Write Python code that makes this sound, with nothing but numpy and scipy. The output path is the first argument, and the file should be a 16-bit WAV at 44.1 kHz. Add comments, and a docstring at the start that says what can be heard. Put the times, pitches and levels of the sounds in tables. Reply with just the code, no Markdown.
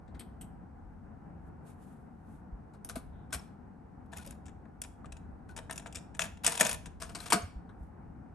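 """Air handling, building rumble and microphone hiss, all band-shaped noise, run throughout a quiet tiled room.
The power switch of a cassette deck clicks, low bumps begin and fingers brush the panel; the door unlatches
and drops open with a damper's whirr. A cassette rattles, knocks and slides into the holder, the door snaps
shut, and a last brush and bumps follow. Contacts and slides are noise through damped resonances, pings and
bumps are decaying sines; the contacts and slides also reverberate, and all is heard by a close stereo pair."""
import sys
import numpy as np
from scipy import signal
from scipy.fft import rfft, irfft, next_fast_len
from scipy.io import wavfile
from scipy.ndimage import uniform_filter1d, map_coordinates

SR = 44100
rng = np.random.default_rng(int(sys.argv[2]) if len(sys.argv) > 2 else 0)


def master_out(mix):
    """Clip the mix to full scale and print it as 16-bit PCM to the path in sys.argv[1]."""
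    frames = np.transpose(np.atleast_2d(mix))
    ceiling = np.clip(frames, -1, 1)
    pcm = np.round(ceiling * 32767).astype(np.int16)
    wavfile.write(sys.argv[1], SR, pcm)


N = 368058  # length in samples


def amp(db):
    """Level as an amplitude ratio: 20 dB is a factor of ten."""
    return 10 ** (np.asarray(db) / 20)


def unit(x):
    """Normalization to a root-mean-square value of 1."""
    return x / np.sqrt(np.mean(x ** 2) + 1e-20)


def along(points, hz):
    """Interpolation of (Hz, value) points on a logarithmic frequency axis."""
    point_hz, value = np.transpose(points)
    return np.interp(np.log(hz + 1), np.log(point_hz + 1), value)


def wobble(rate):
    """Slow random modulation: a smooth curve through normal knots, rate knots a second."""
    knots = rng.standard_normal(int(N * rate / SR) + 4)
    return map_coordinates(knots, [np.arange(N) * rate / SR])


def filtered(x, response):
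    """Linear filtering: the spectrum of x times a complex response of frequency."""
    m = next_fast_len(N + SR // 2)
    hz = np.fft.rfftfreq(m, 1 / SR)
    return irfft(rfft(x, m) * response(hz), m)[..., :N]


def ringing(x, modes):
    """Modal superposition: causal damped resonances in alternating sign, each passing its share of power."""
    m = next_fast_len(len(x) + SR // 16)
    f = np.fft.rfftfreq(m, 1 / SR)
    response = 0
    for k, (centre, width, db) in enumerate(modes):
        gain = (-1) ** k * amp(db) * np.sqrt(width * SR / np.pi)
        response = response + gain * 1j * f / (centre * centre - f * f + 1j * f * width)
    return irfft(rfft(x, m) * response, m)[:len(x)]


# Interchannel coherence of diffuse sound. Each row: frequency in Hz, left-right likeness from 0 to 1.
COHERENCE = [(60, .7), (150, 1), (380, 0.27), (950, 0.2), (2400, .6), (6000, 0.27), (8000, 0.32),
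             (12000, 1)]


def paired(two, spectrum):
    """Partial coherence: two unrelated signals mixed as mid and side, with a spectrum in dB."""
    def response(hz):
        turn = np.arccos(np.clip(along(COHERENCE, hz), -1, 1)) / 2
        return amp(along(spectrum, hz)) * [np.cos(turn), np.sin(turn)]

    mid, side = filtered(two, response)
    return np.array([mid + side, mid - side])


def leaning(x, lean):
    """Interchannel level difference: half the left-right dB to each channel, by frequency."""
    return filtered(x, lambda hz: amp(np.outer([.5, -.5], along(lean, hz))))


# Left-right balance of diffuse noise. Each row: frequency in Hz, left minus right in dB.
DIFFUSE_LEAN = [(60, 1), (130, 1.5), (290, 6.5), (640, -1.5), (1410, 1.5), (3100, 5), (6820, 3.5),
                (15000, -3.5)]


def rush(spectrum):
    """Spectral shaping: diffuse stereo noise of the given power density, brought to rms 1."""
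    return unit(leaning(paired(rng.standard_normal((2, N)), spectrum), DIFFUSE_LEAN))


# Noise spectra before the stereo balance. Each row: frequency in Hz, relative density in dB per Hz.
AIR_SPECTRUM = [(53, -32.5), (90, -1.5), (107, -8), (167, -3.5), (248, -6.5), (309, -12), (352, -15.5),
                (390, -18), (420, -17), (633, -22.5), (755, -14), (1140, -26), (1440, -26), (3000, -51.5),
                (3900, -84.5), (6600, -120)]
RUMBLE_SPECTRUM = [(12, -46), (20, -19.5), (48, -1.5), (72, 0.5), (100, -11.5), (140, -30), (200, -72)]
HISS_SPECTRUM = [(1500, -32), (2500, -11), (3100, -8.5), (6100, -9.5), (7200, -11.5), (8600, -7.5),
                 (10100, -12.5), (11600, -13), (12600, -27), (14000, -35.5), (16000, -38)]
# Depth of the rumble's level sway in dB, for curves of 1.5, 4 and 9 knots a second.
RUMBLE_SWAY_DB = (1.2, 1.8, 1.8)
AIR_DB, RUMBLE_DB, HISS_DB = -51.5, -54.5, -88  # levels before the sway


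def background():
    """Stationary and modulated noise: air handling, a lumpier deep rumble, the microphone's steady hiss."""
    slow_db, mid_db, fast_db = RUMBLE_SWAY_DB
    air_db = AIR_DB + .6 * wobble(2.7) + 0.9 * wobble(14)
    rumble_db = RUMBLE_DB + slow_db * wobble(1.5) + mid_db * wobble(4) + fast_db * wobble(9)
    air = amp(air_db) * rush(AIR_SPECTRUM)
    rumble = amp(rumble_db) * rush(RUMBLE_SPECTRUM)
    return air + rumble + amp(HISS_DB) * rush(HISS_SPECTRUM)


PLATE_FOLLOWS = 0.42  # dB of plate ring per dB of weight


def contacts(table, modes, answer):
    """Impact excitation: a blow and spiky chatter; weight sets the body, the last column the band above 9.8 kHz."""
    out, t = np.zeros(N + SR), np.arange(SR // 8) / SR
    hz, width, share_db = np.transpose(modes)
    thud_db, low_db, plate_db, t60 = answer
    burst = amp(-60 * t / t60) * (1 - np.exp(-t / 0.001))
    blow = 0.81 * np.exp(-((t - .0006) / 0.00021) ** 2)
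    for s, db, weight_db, top_db in table:
        # the chatter's level jumps every 32 samples
        spikes_db = 3.67 * rng.standard_normal(len(t) // 32 + 1).repeat(32)[:len(t)]
        chatter = rng.standard_normal(len(t)) * amp(spikes_db)
        low = weight_db + low_db
        plate = PLATE_FOLLOWS * weight_db + plate_db
        tilt_db = along([(320, weight_db + thud_db), (460, low), (1050, low), (1200, weight_db),
                         (1800, weight_db), (2200, plate), (4600, plate), (5100, 0), (9400, 0),
                         (9800, top_db)], hz)
        # each contact meets slightly different pitches and mode levels
        pitch_spot, level_spot = rng.standard_normal((2, len(hz)))
        struck = np.transpose([hz * (1 + 0.022 * pitch_spot), width, share_db + tilt_db + level_spot])
        excitation = amp(db) * (burst * chatter + blow) / 2
        out[round(s * SR):][:len(t)] += ringing(excitation, struck)
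    return out[:N]


# Switch contacts. Each row: start in seconds, relative level in dB, weight (body knock re level) in dB,
# top-band level (above 9.8 kHz) re level in dB.
SWITCH_CONTACTS = [(0.0778, -75, 5, -28), (0.1446, -68, 8.5, -3), (0.1928, -40, -24, -10),
                   (0.2058, -56, -1, -10), (0.41, -41.5, -25.5, -7)]
# Damped resonances of the switch. Each row: nominal frequency in Hz, width in Hz, power share in dB.
SWITCH_MODES = [(255, 330, -2), (905, 590, 2), (1580, 670, 5), (2500, 1040, 2.5), (3250, 520, 4.5),
                (4360, 1600, 0), (5600, 1500, -17), (8270, 430, -6), (10160, 1400, 2), (10640, 650, 3.5),
                (13000, 900, 0)]
# The switch's answer, one row: thud near 250 Hz re weight in dB, low body near 700 Hz re weight in dB,
# plate near 3 kHz in dB before the weight's share, chatter t60 in seconds.
SWITCH_ANSWER = (6, 0, -5.5, 0.1)


def switch():
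    """Impact and modal response: the power switch clicks."""
    return contacts(SWITCH_CONTACTS, SWITCH_MODES, SWITCH_ANSWER)


# Hard-wall decay. Each row: frequency in Hz, t60 in seconds.
ROOM_T60 = [(150, 0.19), (1000, 0.35), (4000, 0.41), (10000, 0.3)]


def room(x):
    """Reverberation: hard walls and tiles answer, with a decay time that depends on frequency."""
    out = np.zeros((2, N + 2 * SR))
    step = SR // 4
    for start in range(0, N, step):  # the hand moves, so the echo pattern changes
        hz, t, z = signal.stft(rng.standard_normal((2, SR // 2)), SR, nperseg=256)
        decay = amp(-60 * t / along(ROOM_T60, hz)[:, None])
        tail = signal.istft(z * decay, SR, nperseg=256)[1]
        tail = tail / np.linalg.norm(tail[0])
        wet = signal.fftconvolve(x[None, start:start + step], tail, axes=1)
        out[:, start + 300:][:, :wet.shape[1]] += wet  # 300 samples of first delay
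    return paired(out[:, :N], [(200, 6.5), (1000, -7), (4000, -12.5), (10000, -15.0)])


# Soft low bumps. Each row: start in seconds, envelope peak in dB, frequency in Hz.
BUMPS = [(0.138, -38.5, 59.3), (2.524, -35.5, 49.7), (3.348, -37.5, 62.4), (4.18, -43.5, 75.4),
         (7.428, -35, 86), (7.558, -35, 55), (7.808, -35, 59.2), (7.992, -47.5, 67.5)]
THUMP_S = .011  # seconds to the envelope's peak


def thumps():
    """Heavily damped oscillation: soft bumps through shelf and floor, a swing or two of low pressure."""
    out, t = np.zeros(N + SR), np.arange(SR // 5) / SR
    swell = (t / THUMP_S) * np.exp(1 - t / THUMP_S)
    for s, db, hz in BUMPS:
        out[round(s * SR):][:len(t)] += amp(db) * np.sin(2 * np.pi * hz * t) * swell
    return out[:N]


def strokes(table):
    """Exponential envelope: the gain swells with pressure, holds, then fades."""
    t = np.arange(N) / SR
    gain = np.zeros(N)
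    for s, held, db, swell, fade in table:
        gain += amp(db - swell * np.maximum(s - t, 0) - fade * np.maximum(t - s - held, 0))
    return gain


# Fingers brushing the panel. Each row: time of full pressure in seconds, hold in seconds,
# level in dB before flutter, swell in dB per second, fade in dB per second.
SKIN_STROKES = [(1.47, .015, -83, 160, 500), (1.672, 0.038, -65.5, 550, 400), (1.82, 0.039, -70.5, 400, 91),
                (2.32, .04, -75, 152, 260), (7.84, .01, -78, 170.5, 300)]
# Spectrum of the brushing. Each row: frequency in Hz, relative density in dB per Hz.
BRUSH_SPECTRUM = [(1500, 0), (2500, 4), (4900, -4), (5400, -2.5), (8700, 5.5), (10200, 9), (11800, 3),
                  (12600, -12), (14000, -40)]


def brushing():
    """Friction noise: skin on brushed metal hisses softly with a fluttering level."""
    return strokes(SKIN_STROKES) * amp(1.5 * wobble(60)) * rush(BRUSH_SPECTRUM)


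# Door contacts. Each row: start in seconds, relative level in dB, weight in dB,
# top-band level (above 9.8 kHz) re level in dB.
DOOR_CONTACTS = [(2.734, -62, -4, -8), (2.7448, -65, 7, -20), (2.8455, -47, -12, 4),
                 (2.8885, -38.5, -12, -3.5), (2.895, -39, -5, -14), (2.9555, -35.5, -4.5, -5.5),
                 (3.303, -62, 0, -12), (3.3239, -32, -10.5, -10.5), (3.3266, -27.5, -11, -15.5),
                 (3.3347, -30, -14.5, -11.5), (3.3419, -35, -9, -5), (6.9998, -45.5, -11.5, -22),
                 (7.017, -31.5, -8.5, -20), (7.0328, -43.5, -11.5, -21), (7.0914, -45, -4.5, -21),
                 (7.1479, -31, -10, -16), (7.163, -42, -15, -18.5), (7.1847, -47.5, -2, -11),
                 (7.201, -38.5, -9.5, -10.5), (7.2262, -44, -9, -3.5), (7.2585, -35.5, -10.5, -16),
                 (7.3012, -26, -13, -18), (7.3217, -15, -8.5, -12), (7.3263, -15.5, -8.5, -17.5),
                 (7.339, -29.5, -3.5, -19.5), (7.352, -38.5, -0.5, -15), (7.6909, -68.5, 17, -17)]
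# Damped resonances of the door. Each row: nominal frequency in Hz, width in Hz, power share in dB.
DOOR_MODES = [(195, 290, -4.5), (317, 140, -3.5), (435, 91, -7.5), (685, 41, -6), (941, 120, -9.5),
              (1220, 230, -2.5), (1584, 250, -3.5), (2270, 630, -2), (3333, 1500, 0), (4140, 850, -1),
              (5440, 1700, -10.5), (6600, 1410, -9.5), (8550, 1400, -7), (10080, 830, 2), (10800, 440, 2.5),
              (12200, 1000, -6.5)]
# The door's answer, one row: thud re weight in dB, low body re weight in dB, plate in dB,
# chatter t60 in seconds.
DOOR_ANSWER = (-5, -1.5, -6.5, 0.0912)


def door():
    """Impact and modal response: the door unlatches, drops open and later snaps shut."""
    return contacts(DOOR_CONTACTS, DOOR_MODES, DOOR_ANSWER)


# One part ringing alone. Each row: start in seconds, initial level in dB before the onset,
# frequency in Hz, t60 in seconds.
LONE_RINGS = [(2.957, -36.5, 661, 0.068), (2.968, -33.5, 245, 0.066), (3.308, -69, 5400, .03),
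              (3.329, -34.5, 1547, 0.05), (3.394, -48, 5400, 0.025), (4.19, -52, 1454, 0.089),
              (4.268, -50.5, 554, 0.08), (5.494, -54.5, 1486, 0.15), (5.044, -42.5, 1200, 0.025),
              (6.609, -18, 1780, 0.024), (7.203, -33.5, 4120, 0.011), (7.322, -16, 942, 0.033),
              (7.332, -28.5, 320, 0.074), (7.345, -35, 190, 0.13), (7.42, -48, 6500, 0.046)]


def pings():
    """Free vibration: a single spring or panel rings at its own pitch and decays exponentially."""
    out, t = np.zeros(N + SR), np.arange(SR // 10) / SR
    onset = 1 - np.exp(-t / .001)
    for s, db, hz, t60 in LONE_RINGS:
        out[round(s * SR):][:len(t)] += amp(db - 60 * t / t60) * onset * np.sin(2 * np.pi * hz * t)
    return out[:N]


# The damper turning. Each row: time of full level in seconds, hold in seconds, level in dB,
# swell in dB per second, fade in dB per second.
WHIRR_STROKES = [(3.16, .06, -81, 200, 200)]
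# Spectrum of the whirr. Each row: frequency in Hz, relative density in dB per Hz.
DAMPER_SPECTRUM = [(2300, -23), (3000, -10), (3800, -5), (4100, -21), (5000, -60)]


def damper():
    """Band-limited noise: the falling door's damper whirrs."""
    return strokes(WHIRR_STROKES) * rush(DAMPER_SPECTRUM)


# Cassette contacts. Each row: start in seconds, relative level in dB, weight in dB,
# top-band level (above 9.8 kHz) re level in dB.
CASSETTE_CONTACTS = [(4.0585, -72, 3, -9), (4.127, -51, 4, -19), (4.1326, -47, 2, -21),
                     (4.1631, -49.5, -1, -10), (4.1685, -40, -13, -7), (4.1815, -43.5, -7, -8),
                     (4.262, -44, -18, -3), (4.2732, -42, -29, -17), (4.3065, -43, -11, -13),
                     (4.455, -50.5, -13, -27), (4.4632, -46, -12.5, -27), (4.4805, -49, -3, -30),
                     (4.4917, -58, -2, -25), (4.6534, -79, 23.5, -15), (4.816, -31, -20, -12),
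                     (4.8362, -35.5, -16, -22), (4.8455, -45.5, -5, -19), (5.0436, -63, 14, -16),
                     (5.0564, -51.5, -3.5, -37), (5.1208, -37.5, -13.5, -28), (5.1674, -48, -9, -33),
                     (5.49, -54, 0, -28), (5.5633, -35.5, -13.5, -21), (5.5743, -36, -8, -18),
                     (5.5867, -39.5, -2, -19), (5.6959, -42.5, 7.5, -22), (5.7083, -35, -5, -12),
                     (5.7246, -36.5, -11, -15), (5.7575, -38, -17, -12), (5.7771, -32.5, -18, -17),
                     (5.795, -44.5, -5, -20), (5.8224, -55, -2, -21), (5.8592, -41, 1, -28),
                     (5.869, -42, -9, -23), (5.925, -43, -15, -23), (5.9463, -37.5, -11.5, -22),
                     (5.9546, -30, -16, -17), (5.9684, -37.5, -13, -27), (5.982, -44.5, -10.5, -27),
                     (6.1437, -56, -4, -23), (6.1476, -40.5, -13, -33), (6.167, -54.5, -1.5, -10.5),
                     (6.1927, -23.5, -10, -22.5), (6.2043, -26, -13.5, -22), (6.2164, -23.5, -13.5, -16),
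                     (6.24, -35.5, -6, -13), (6.252, -40, -6.5, -17), (6.3706, -54, 0, -22),
                     (6.4443, -21.5, -12.5, -14), (6.4635, -12, -17, -18), (6.4751, -15, -14.5, -19),
                     (6.4936, -30.5, -15, -15), (6.5196, -29.5, -19, -12.5), (6.553, -34, -15, -18.5),
                     (6.575, -26, -17, -20), (6.5982, -18, -16.5, -12.5), (6.6081, -9.5, -10, -14.5),
                     (6.6133, -20.5, -6.5, -15), (6.6274, -26, -6, -16), (6.6481, -26.5, -11, -17.5),
                     (6.665, -23.5, -13, -12), (6.692, -22.5, -14.5, -13.5), (6.7111, -25.5, -16.5, -15.5),
                     (6.7278, -31.5, -12.5, -2), (6.7424, -35.5, -13, -12), (6.8573, -37.5, -8.5, -25),
                     (6.8663, -44, -8, -32)]
# Damped resonances of the shell. Each row: nominal frequency in Hz, width in Hz, power share in dB.
SHELL_MODES = [(168.4, 26, -2.5), (300, 510, -1.5), (460, 34, -7), (660, 49, -2.5), (956, 85, -2.5),
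               (1300, 260, -3.5), (1680, 290, 0), (2490, 410, 3.5), (3570, 810, 3), (4230, 870, -1),
               (5680, 1100, -8.5), (6550, 780, -5.5), (6790, 470, -5), (8090, 544, -7.5), (9533, 540, 0.5),
               (10840, 330, 7.5), (11900, 1200, 2)]
# The shell's answer, one row: thud re weight in dB, low body re weight in dB, plate in dB,
# chatter t60 in seconds.
SHELL_ANSWER = (-10, -3.5, -8.5, 0.0376)


def cassette():
    """Impact and modal response: the cassette rattles in the hand and knocks on the holder."""
    return contacts(CASSETTE_CONTACTS, SHELL_MODES, SHELL_ANSWER)


# Plastic sliding. Each row: start in seconds, length in seconds, drive at start in dB, drive at end in dB.
SLIDES = [(4.119, .2, -65, -65.5), (5.487, 0.028, -68.5, -68.5), (6.199, .055, -44.5, -52),
          (6.437, 0.15, -42.5, -50.5), (6.594, 0.14, -38.5, -48.5), (7.001, .14, -60.5, -72),
          (7.198, .085, -65.5, -56)]
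LET_GO_DB_PER_S = 650  # fall of the drive after the end, before smoothing


def sliding():
    """Friction excitation: dense uneven grains of plastic on plastic drive the shell, then die fast."""
    t = np.arange(N) / SR
    press = np.zeros(N)
    for s, length, first_db, last_db in SLIDES:
        knots = [s, s + length, s + length + 1]
        drive_db = np.interp(t, knots, [first_db, last_db, last_db - LET_GO_DB_PER_S])
        press += (t >= s) * amp(drive_db)
    grip_db = 2.5 * wobble(400) + 3.2 * wobble(150)
    grains = unit(rng.standard_normal(N) * amp(grip_db))
    grains = grains * uniform_filter1d(press, size=SR // 200)
    tilt = [(300, -18.5), (1000, -3.5), (3000, -12.0), (6000, 3.0), (9500, -4.5), (11000, -13.0)]
    return ringing(grains, [(hz, width, db + along(tilt, hz)) for hz, width, db in SHELL_MODES])


# The deck sits to the left. Each row: frequency in Hz, left minus right in dB.
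NEAR_LEAN = [(300, 1), (1000, 6.5), (2400, 7.5), (3800, 8.5), (5800, 6), (7200, 6), (8600, -1.5),
             (10000, 2)]
# Colour of the microphone ports. Each row: frequency in Hz, gain in dB.
PORT_COLOUR = [(11000, 3.5), (12000, -2), (12800, -10), (13500, -31.5), (16000, -35)]


def scene():
    """Superposition: direct and reverberant deck sounds over the background."""
    deck = switch() + door() + cassette() + sliding()
    direct = leaning(deck + pings(), NEAR_LEAN)
    near = filtered(direct + room(deck), lambda hz: amp(along(PORT_COLOUR, hz)))
    return near + brushing() + damper() + thumps() + background()


# Phase between the microphone ports. Each row: frequency in Hz, lead of left over right in radians.
PORT_LEAD = [(1000, 0), (2400, .9), (3100, 1.2), (4500, .2), (6500, 0), (7900, .55), (8600, -.1),
             (9300, -1.7), (10000, -2.8), (10700, -3.7), (11400, -5.2), (12100, -6.28), (12800, -6.4),
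             (13500, -9)]
TOP_HZ = 16400  # band limit


def record(dry):
    """Interchannel phase: the two ports shift against each other; the band limit removes all above."""
    def response(hz):
        phase = np.outer([.5, -.5], along(PORT_LEAD, hz))
        return np.exp(1j * phase) * (hz < TOP_HZ)

    return filtered(dry, response)


dry = scene()
out = record(dry)
master_out(out)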